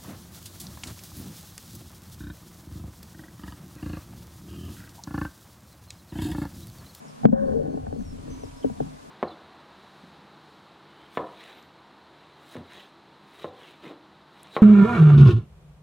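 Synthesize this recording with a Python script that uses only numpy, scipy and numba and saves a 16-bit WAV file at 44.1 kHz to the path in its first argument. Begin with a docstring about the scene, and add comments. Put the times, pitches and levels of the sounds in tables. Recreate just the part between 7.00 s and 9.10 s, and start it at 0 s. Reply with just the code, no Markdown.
"""A soft hiss of leaves and water comes first, with hoarse chirps on top; then a paddle shaft knocks hard
on a canoe's gunwale, bounces, creaks and rubs along it, and taps twice more while birds whistle.
Filtered noise makes the hiss, low rumble and wood cracks; sines make the birds, two distant hums and the creak.
Impulses and tiny clicks ring the hull modes, which two microphones on the boat feel differently.
The loud knock makes a gain control duck, hold and recover."""
import sys
import numpy as np
from scipy import signal
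from scipy.fft import rfft, irfft
from scipy.io import wavfile
from scipy.ndimage import uniform_filter1d, minimum_filter1d
from numba import njit

SR = 44100
rng = np.random.default_rng(int(sys.argv[2]) if len(sys.argv) > 2 else 0)


def wav_record(signal):
    """Record a signal, one row per channel, as 16-bit PCM in the file named by sys.argv[1]."""
    frames = np.transpose(np.atleast_2d(signal))
    bounded = np.clip(frames, -1, 1)
    # unit amplitude maps onto the largest positive 16-bit level
    quanta = np.round(bounded * 32767).astype(np.int16)
    wavfile.write(sys.argv[1], SR, quanta)


N = 92610

# Hiss colour: f/Hz, relative level/dB
AIR_SPECTRUM = [(180, -65), (300, -43), (336, 3), (646, 7.5), (799, 3), (1070, 4), (1440, -3.5),
                (2160, -8.5), (7490, -13), (10000, -16), (14900, -30.5)]
# Stereo likeness of the hiss: f/Hz, left-right correlation (-1 to 1)
AIR_CORRELATION = [(500, -0.81), (1200, -0.63), (2500, 0.085), (4300, -0.072), (8000, 0.1)]
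AIR_DB, AIR_FLICKER_DB = -58, 0.86

# Bird notes, one of them long, and two faint steady distant hums: t/s, length/s, start f/Hz, end f/Hz,
# level/dB, bend (exponent of the glide), left minus right/dB, hoarseness (0-1)
BIRDS_AND_HUMS = [(0, .075, 7100, 6800, -68, 1, -2, .8), (.072, .05, 5700, 5100, -63, .4, -2, .8),
                  (.45, .58, 4440, 4370, -68, .5, -4, .3), (.69, .05, 6200, 6200, -68, 1, 0, .2),
                  (.985, .05, 6150, 6100, -62, 1, -2, .2), (1.045, .09, 5900, 5300, -62, .4, -2, .1),
                  (1.18, .015, 2900, 3300, -66, 1, -2, .2), (1.222, .02, 3300, 3600, -65, 1, 0, .4),
                  (1.23, .55, 968, 966, -63.5, 1, 12, .3), (1.3, .5, 2255, 2250, -73, 1, 0, .2),
                  (1.298, .055, 6110, 6104, -54, 1, -2, .05), (1.34, .07, 6108, 6104, -65, 1, -2, .1),
                  (1.408, .025, 5700, 6150, -60, .3, -2, .1), (1.432, .033, 5900, 4700, -58, 1, -2, .25),
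                  (1.455, .05, 7700, 7100, -72, 1, 2, .8), (1.465, .03, 5300, 5050, -67, .6, -2, .2),
                  (1.49, .015, 3000, 3400, -59, 1, 0, .1), (1.505, .015, 2800, 2400, -57, 1, 0, .3),
                  (1.568, .02, 4900, 5350, -59, .5, -2, .1), (1.585, .035, 5350, 5100, -61, 2, -2, .2),
                  (1.622, .02, 3600, 2900, -53, .6, 0, .1), (1.685, .03, 7200, 7100, -70, 1, 2, .7),
                  (1.765, .055, 3900, 3150, -63, 1, 0, .6)]
NOTE_FADE_S, ECHO_T60_S, ECHO_DB = .006, .12, -7

# Ringing of hull and mount: f/Hz, relative level/dB, t60/s
HULL_MODES = [(30, -3, .12), (50, -5, .07), (92, 0, .12), (150, 0, .13), (224, 0, .075), (262, 0, .13),
              (322, -12, .08), (400, -5, .08), (455, -1, .08), (535, -3, .055), (590, 1, .035),
              (700, 0, .05), (775, 0, .05), (860, -6, .04), (965, -3, .035), (1070, 0, .03),
              (1170, -5, .03), (1290, -6, .025), (1400, -9, .025), (1520, -2, .03), (1740, -7, .025)]
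# Edges of the mode groups: f/Hz (rumble, thud, low and high boom, low and high clack, tick)
MODE_GROUP_EDGES = (0, 120, 190, 240, 360, 640, 880, 9000)
# Delay of each group after a knock: t/s (the slow bending waves come late)
GROUP_ARRIVALS = (.012, .008, .006, .004, 0, 0, .001)
# Time each group takes to swell: t/s
GROUP_SWELLS = (.012, .01, .011, .008, .004, .003, .0025)
# Knocks of the shaft: t/s, then level/dB of rumble, thud, low boom, high boom, low clack, high clack, tick
SHAFT_KNOCKS = [(0.231, -18, -42.5, -24, -63, -40, -23, -49), (0.24, -38, -13, -9, -58, -19.5, -17.5, -42),
                (.2485, -22, -8, 7, -3, 2.5, -6, -25), (0.281, -27, -14.5, 1, -33, -14, -17.5, -36),
                (0.295, -28, -31.5, -32, -22, -21, -26, -42.5),
                (0.3209, -16, -18, 5.5, -32.5, -13.5, -20, -34), (.657, -43, -45, -30, -44, -18, -51, -56),
                (0.673, -56, -30.5, -16.5, -17.5, -25, -46, -40.5),
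                (0.739, -53, -52, -16, -19.5, -15.5, -24, -60), (0.77, -55, -31, -46, -25.5, -18, -23, -42),
                (.864, -25, -32, -20.5, -30, -24.5, -21.5, -32),
                (0.922, -36, -26.5, -46.5, -21.5, -16.5, -24, -40.5),
                (1.005, -35.5, -65, -26, -48, -54, -44, -40.5),
                (1.276, -41.5, -33.5, -37, -28.5, -29.5, -43.5, -44),
                (1.3, -32.5, -44.5, -32, -37, -32, -50, -82.5),
                (1.431, -36, -38, -33.5, -49, -24, -33, -49), (1.641, -29.5, -33, -25, -14, -8.5, -23, -39),
                (1.695, -37, -35, -23, -46, -28, -28, -44),
                (1.8, -34, -23.5, -25.5, -20.5, -14, -18.5, -36.5),
                (1.926, -46, -48.5, -41.5, -61, -56, -54, -62)]
# Rubbing and lapping on the hull: t/s, then level/dB of the same seven groups
HULL_RUB = [(0.0, -77, -50, -53, -56, -56.5, -72, -65), (0.18, -66, -53.5, -60, -64.5, -67, -89, -107),
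            (0.25, -67, -24.5, -38, -64, -49, -69, -46.5), (0.318, -66, -30, -43, -41, -37.5, -59, -62),
            (0.327, -56, -25, -32.5, -38.5, -29, -41, -40.5),
            (0.41, -33.5, -37.5, -22, -49, -42, -60.5, -47),
            (0.46, -30, -37.5, -31.5, -38, -36.5, -51, -51), (0.59, -33, -32.5, -32, -34, -27, -58.5, -57),
            (0.7, -45, -35, -61.5, -33.5, -40, -59, -57.5),
            (0.87, -32.5, -45.5, -77.5, -43.5, -49, -60, -65.5),
            (0.97, -38, -45.5, -36, -39, -50.5, -64, -69), (1.08, -40.5, -46.5, -44.5, -52, -60, -74, -76),
            (1.23, -42, -46.5, -62, -45, -56, -83, -71), (1.39, -50, -54, -50.5, -43.5, -61, -83, -80),
            (1.51, -46, -56, -57, -54, -67, -86, -83), (1.65, -53, -65, -79, -56, -67, -89, -75),
            (1.78, -48.5, -69.5, -47, -51.5, -61.5, -67, -73),
            (1.86, -50.5, -35.5, -47, -50.5, -64, -69, -73),
            (1.99, -59, -77, -61.5, -55.5, -65, -97, -72.5), (2.1, -65, -50, -56, -52.5, -64, -77, -66)]
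RUB_CLICKS_PER_S, RUB_TOP_HZ = 1500, 1950
RUB_SCATTER_DB, RUB_PATCHY_DB = 1.8, 1.6
LOOSE_RUMBLE_DB = -7  # relative to the rumble of the rubbing
# How the right microphone feels the hull against the left: f/Hz, level/dB, phase/rad
RIGHT_MICROPHONE = [(40, 0, .2), (90, -4, -.3), (150, -3, -.7), (195, -11, 1.5), (220, -9, 2.6),
                    (260, 1, 2.0), (320, -7, 1.0), (390, -12, 2.9), (520, -5, 3.1), (700, -1, 3.1),
                    (1000, -2, 3.7), (1250, 0, 3.6), (1600, -1, 4.6), (2500, -1, 5.5)]

# Dry cracks of wood: t/s, level/dB
WOOD_CRACKS = [(0.2544, -20.5), (0.864, -50), (0.926, -44.5)]
CRACK_BAND_HZ, CRACK_T60_S = (900, 3170), 0.0079

# Creak of the shaft: t/s, pitch f/Hz, level/dB
SHAFT_CREAK = [(0.323, 544, -7.5), (.36, 536.6, -8), (.42, 552.6, -12.5), (0.478, 534.5, -13.5),
               (0.497, 514, -11.5), (0.537, 513, -16), (0.554, 455.4, -14.5), (.572, 462, -6),
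               (.59, 441, -36), (0.626, 474, -22.5)]
# Overtones of the creak: multiple of the pitch, level/dB against the fundamental
CREAK_HARMONICS = [(2, -30), (3, -44)]
CREAK_WAVER, CREAK_FLICKER_DB = .01, 3.5  # waver as a fraction of the pitch

DUCK_ABOVE_DB, FAST_SHARE, SLOW_SHARE = -11.5, 1, 0.73  # shares: dB of ducking per dB over
FAST_ATTACK_S, FAST_RELEASE_S = .01, .036
SLOW_ATTACK_S, SLOW_RELEASE_S, HOLD_S = .035, .11, 0.48
CEILING, TOP_HZ = 1.25, 14400


def amp(db):
    """Turn decibels into a linear factor."""
    return 10 ** (np.asarray(db) / 20)


def unit(x):
    """Scale a sound to an RMS of 1."""
    return x / np.sqrt(np.mean(x ** 2))


def walk(rate):
    """Random levels held 1 / rate s and slewed twice into a smooth drift."""
    k = int(SR / rate)
    held = np.repeat(rng.standard_normal(N // k + 1), k)
    slewed = uniform_filter1d(uniform_filter1d(held, k), k)
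    return 1.3 * slewed[:N]  # makes up for swing lost in the slewing


def column(table, index):
    """Draw straight lines through one column of a table over time."""
    table = np.array(table)
    return np.interp(np.arange(N) / SR, table[:, 0], table[:, index])


def air():
    """Smooth hiss of leaves and water: coloured noise whose octaves each flicker a little on their own."""
    hz = np.maximum(np.fft.rfftfreq(N, 1 / SR), 1)

    def over_pitch(table):
        points = np.array(table)
        return np.interp(np.log(hz), np.log(points[:, 0]), points[:, 1])

    alike = np.clip(over_pitch(AIR_CORRELATION), -1, 1)
    noise = rfft(rng.standard_normal((2, N))) * amp(over_pitch(AIR_SPECTRUM))
    mid, side = noise * np.sqrt([1 + alike, 1 - alike])
    stereo = np.array([mid + side, mid - side])
    scale = np.sqrt(np.mean(irfft(mid * (hz > 1000), N) ** 2))  # mid level above 1 kHz
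    out = 0
    for octave in range(8, 15):  # centred on 2 ** octave Hz, crossfading into its neighbours
        band = np.clip(1 - np.abs(np.log2(hz) - octave), 0, 1)
        out = out + irfft(stereo * band, N) * amp(AIR_FLICKER_DB * walk(11.0))
    return out / scale * amp(AIR_DB)


def loose_rumble():
    """Low rumble, independent noise in each channel, rising and falling with the rub's rumble."""
    band = signal.butter(2, (25, 170), "bandpass", fs=SR, output="sos")
    noise = signal.sosfilt(band, rng.standard_normal((2, N)))
    return unit(noise) * amp(column(HULL_RUB, index=1) + LOOSE_RUMBLE_DB)


def birds_and_hums():
    """Sines that glide as bird notes or stay nearly steady as hums, hoarse ones roughened by fast
    level swings, all with a faint echo from the bank."""
    out = np.zeros((2, N))
    rough, waver = walk(900), amp(2.5 * walk(25))
    for start, length, hz0, hz1, db, bend, pan_db, hoarse in BIRDS_AND_HUMS:
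        i = int(max(start, 0) * SR)
        u = np.linspace(0, 1, int(length * SR))
        span = slice(i, i + len(u))
        pitch = hz0 + (hz1 - hz0) * u ** bend
        fade = np.clip(np.minimum(u, 1 - u) * length / NOTE_FADE_S, 0, 1)
        tone = np.sin(2 * np.pi * np.cumsum(pitch) / SR) * fade
        tone = tone * waver[span] * (1 - hoarse + 1.5 * hoarse * rough[span])
        sides_db = db + np.array([[pan_db], [-pan_db]]) / 2
        out[:, span] += tone * amp(sides_db) * np.sqrt(2)
    t = np.arange(SR // 4) / SR
    echo = rng.standard_normal((2, len(t))) * amp(-60 * t / ECHO_T60_S)
    echo = echo / np.sqrt(np.sum(echo[0] ** 2)) * amp(ECHO_DB)
    return out + signal.fftconvolve(out, echo, axes=1)[:, :N]


def both_microphones(x):
    """The hull shakes the two microphones with different strength and phase at each frequency."""
    hz = np.fft.rfftfreq(N, 1 / SR)
    port_hz, port_db, port_phase = np.array(RIGHT_MICROPHONE).T
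    turn = amp(np.interp(hz, port_hz, port_db)) * np.exp(1j * np.interp(hz, port_hz, port_phase))
    return np.array([x, irfft(rfft(x) * turn, N)])


def ring(group):
    """Response of one group of hull modes to a short push, neighbours in opposite sense, peak 1."""
    t = np.arange(SR // 2) / SR
    out = np.zeros(len(t))
    for k, (hz, db, t60) in enumerate(HULL_MODES):
        if MODE_GROUP_EDGES[group] < hz <= MODE_GROUP_EDGES[group + 1]:
            out += (-1) ** k * amp(db - 60 * t / t60) * np.sin(2 * np.pi * hz * t)
    out = out * np.sin(np.pi / 2 * np.clip(t / GROUP_SWELLS[group], 0, 1)) ** 2
    return out / np.abs(out).max()


def hull():
    """Shaft knocks and a dense stick-slip of tiny soft clicks drive the same hull modes."""
    out = 0
    soft = signal.butter(6, RUB_TOP_HZ, fs=SR, output="sos")
    for group in range(len(GROUP_SWELLS)):
        response = ring(group)
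        clicks = rng.random(N) < RUB_CLICKS_PER_S / SR
        clicks = clicks * amp(RUB_SCATTER_DB * rng.exponential(size=N)) * rng.choice([-1, 1], N)
        rub_db = column(HULL_RUB, index=group + 1) + RUB_PATCHY_DB * walk(25.52)
        rub = signal.sosfilt(soft, unit(clicks)) * amp(rub_db)
        # Even out the groups by the energy of their ringing, averaged over both microphones.
        heard = both_microphones(np.pad(response, (0, N - len(response)))).mean(axis=0)
        drive = rub / np.sqrt(np.sum(heard ** 2))
        for knock in SHAFT_KNOCKS:
            drive[int((knock[0] + GROUP_ARRIVALS[group]) * SR)] += amp(knock[group + 1])
        out = out + signal.fftconvolve(drive, response)[:N]
    return out


def cracks():
    """Dry wood cracks through the air: short bright noise bursts with a fast decay."""
    t, out = np.arange(N) / SR, 0
    band = signal.butter(3, CRACK_BAND_HZ, "bandpass", fs=SR, output="sos")
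    noise = unit(signal.sosfilt(band, rng.standard_normal(N)))
    for start, db in WOOD_CRACKS:
        age = np.maximum(t - start, 0)
        rise = np.minimum(age * 1000, 1)  # 1 ms
        out = out + noise * rise * amp(db - 60 * age / CRACK_T60_S)
    return out


def creak():
    """Stick-slip of the shaft: a tone with two overtones, wavering in pitch and flickering in level."""
    t = np.arange(N) / SR
    pitch = column(SHAFT_CREAK, index=1) * (1 + CREAK_WAVER * walk(65.0))
    phase = 2 * np.pi * np.cumsum(pitch) / SR
    tone = np.sin(phase)
    for multiple, db in CREAK_HARMONICS:
        tone = tone + amp(db + 4 * walk(30)) * np.sin(multiple * phase)
    inside = np.minimum(t - SHAFT_CREAK[0][0], SHAFT_CREAK[-1][0] - t)
    gate = np.clip(inside / 0.0055, 0, 1)  # 5.5 ms fades
    return tone * gate * amp(column(SHAFT_CREAK, index=2) + CREAK_FLICKER_DB * walk(68.75))


def scene():
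    """Hull and creak reach the microphones through the boat; the other layers are added beside them."""
    through_boat = both_microphones(hull() + creak())
    return air() + loose_rumble() + birds_and_hums() + through_boat + cracks()


@njit
def follow(x, attack, release):
    """Level follower that closes a set share of the gap per sample, one share rising, one falling."""
    y, e = np.empty(len(x)), 0.
    for i in range(len(x)):
        e += (x[i] - e) * (attack if x[i] > e else release)
        y[i] = e
    return y


def record(dry):
    """Gain control that ducks fast, holds a while and comes back, then soft clipping and a treble cut."""
    level_db = 20 * np.log10(np.abs(dry).max(axis=0) + 1e-9)
    over_db = np.maximum(level_db - DUCK_ABOVE_DB, 0)
    fast = follow(over_db, 1 / (FAST_ATTACK_S * SR), 1 / (FAST_RELEASE_S * SR))
    slow = follow(over_db, 1 / (SLOW_ATTACK_S * SR), 1 / (SLOW_RELEASE_S * SR))
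    hold = int(HOLD_S * SR)
    # The negated minimum is the highest value of the past hold time.
    peak = -minimum_filter1d(-slow, hold, origin=(hold - 1) // 2, mode="nearest")
    slow = follow(peak, 1., 1 / (SLOW_RELEASE_S * SR))
    ducked = dry * amp(-FAST_SHARE * fast - SLOW_SHARE * slow)
    clipped = CEILING * np.tanh(ducked / CEILING)
    return signal.sosfilt(signal.ellip(8, .2, 70, TOP_HZ, fs=SR, output="sos"), clipped)


dry = scene()
out = record(dry)
wav_record(out)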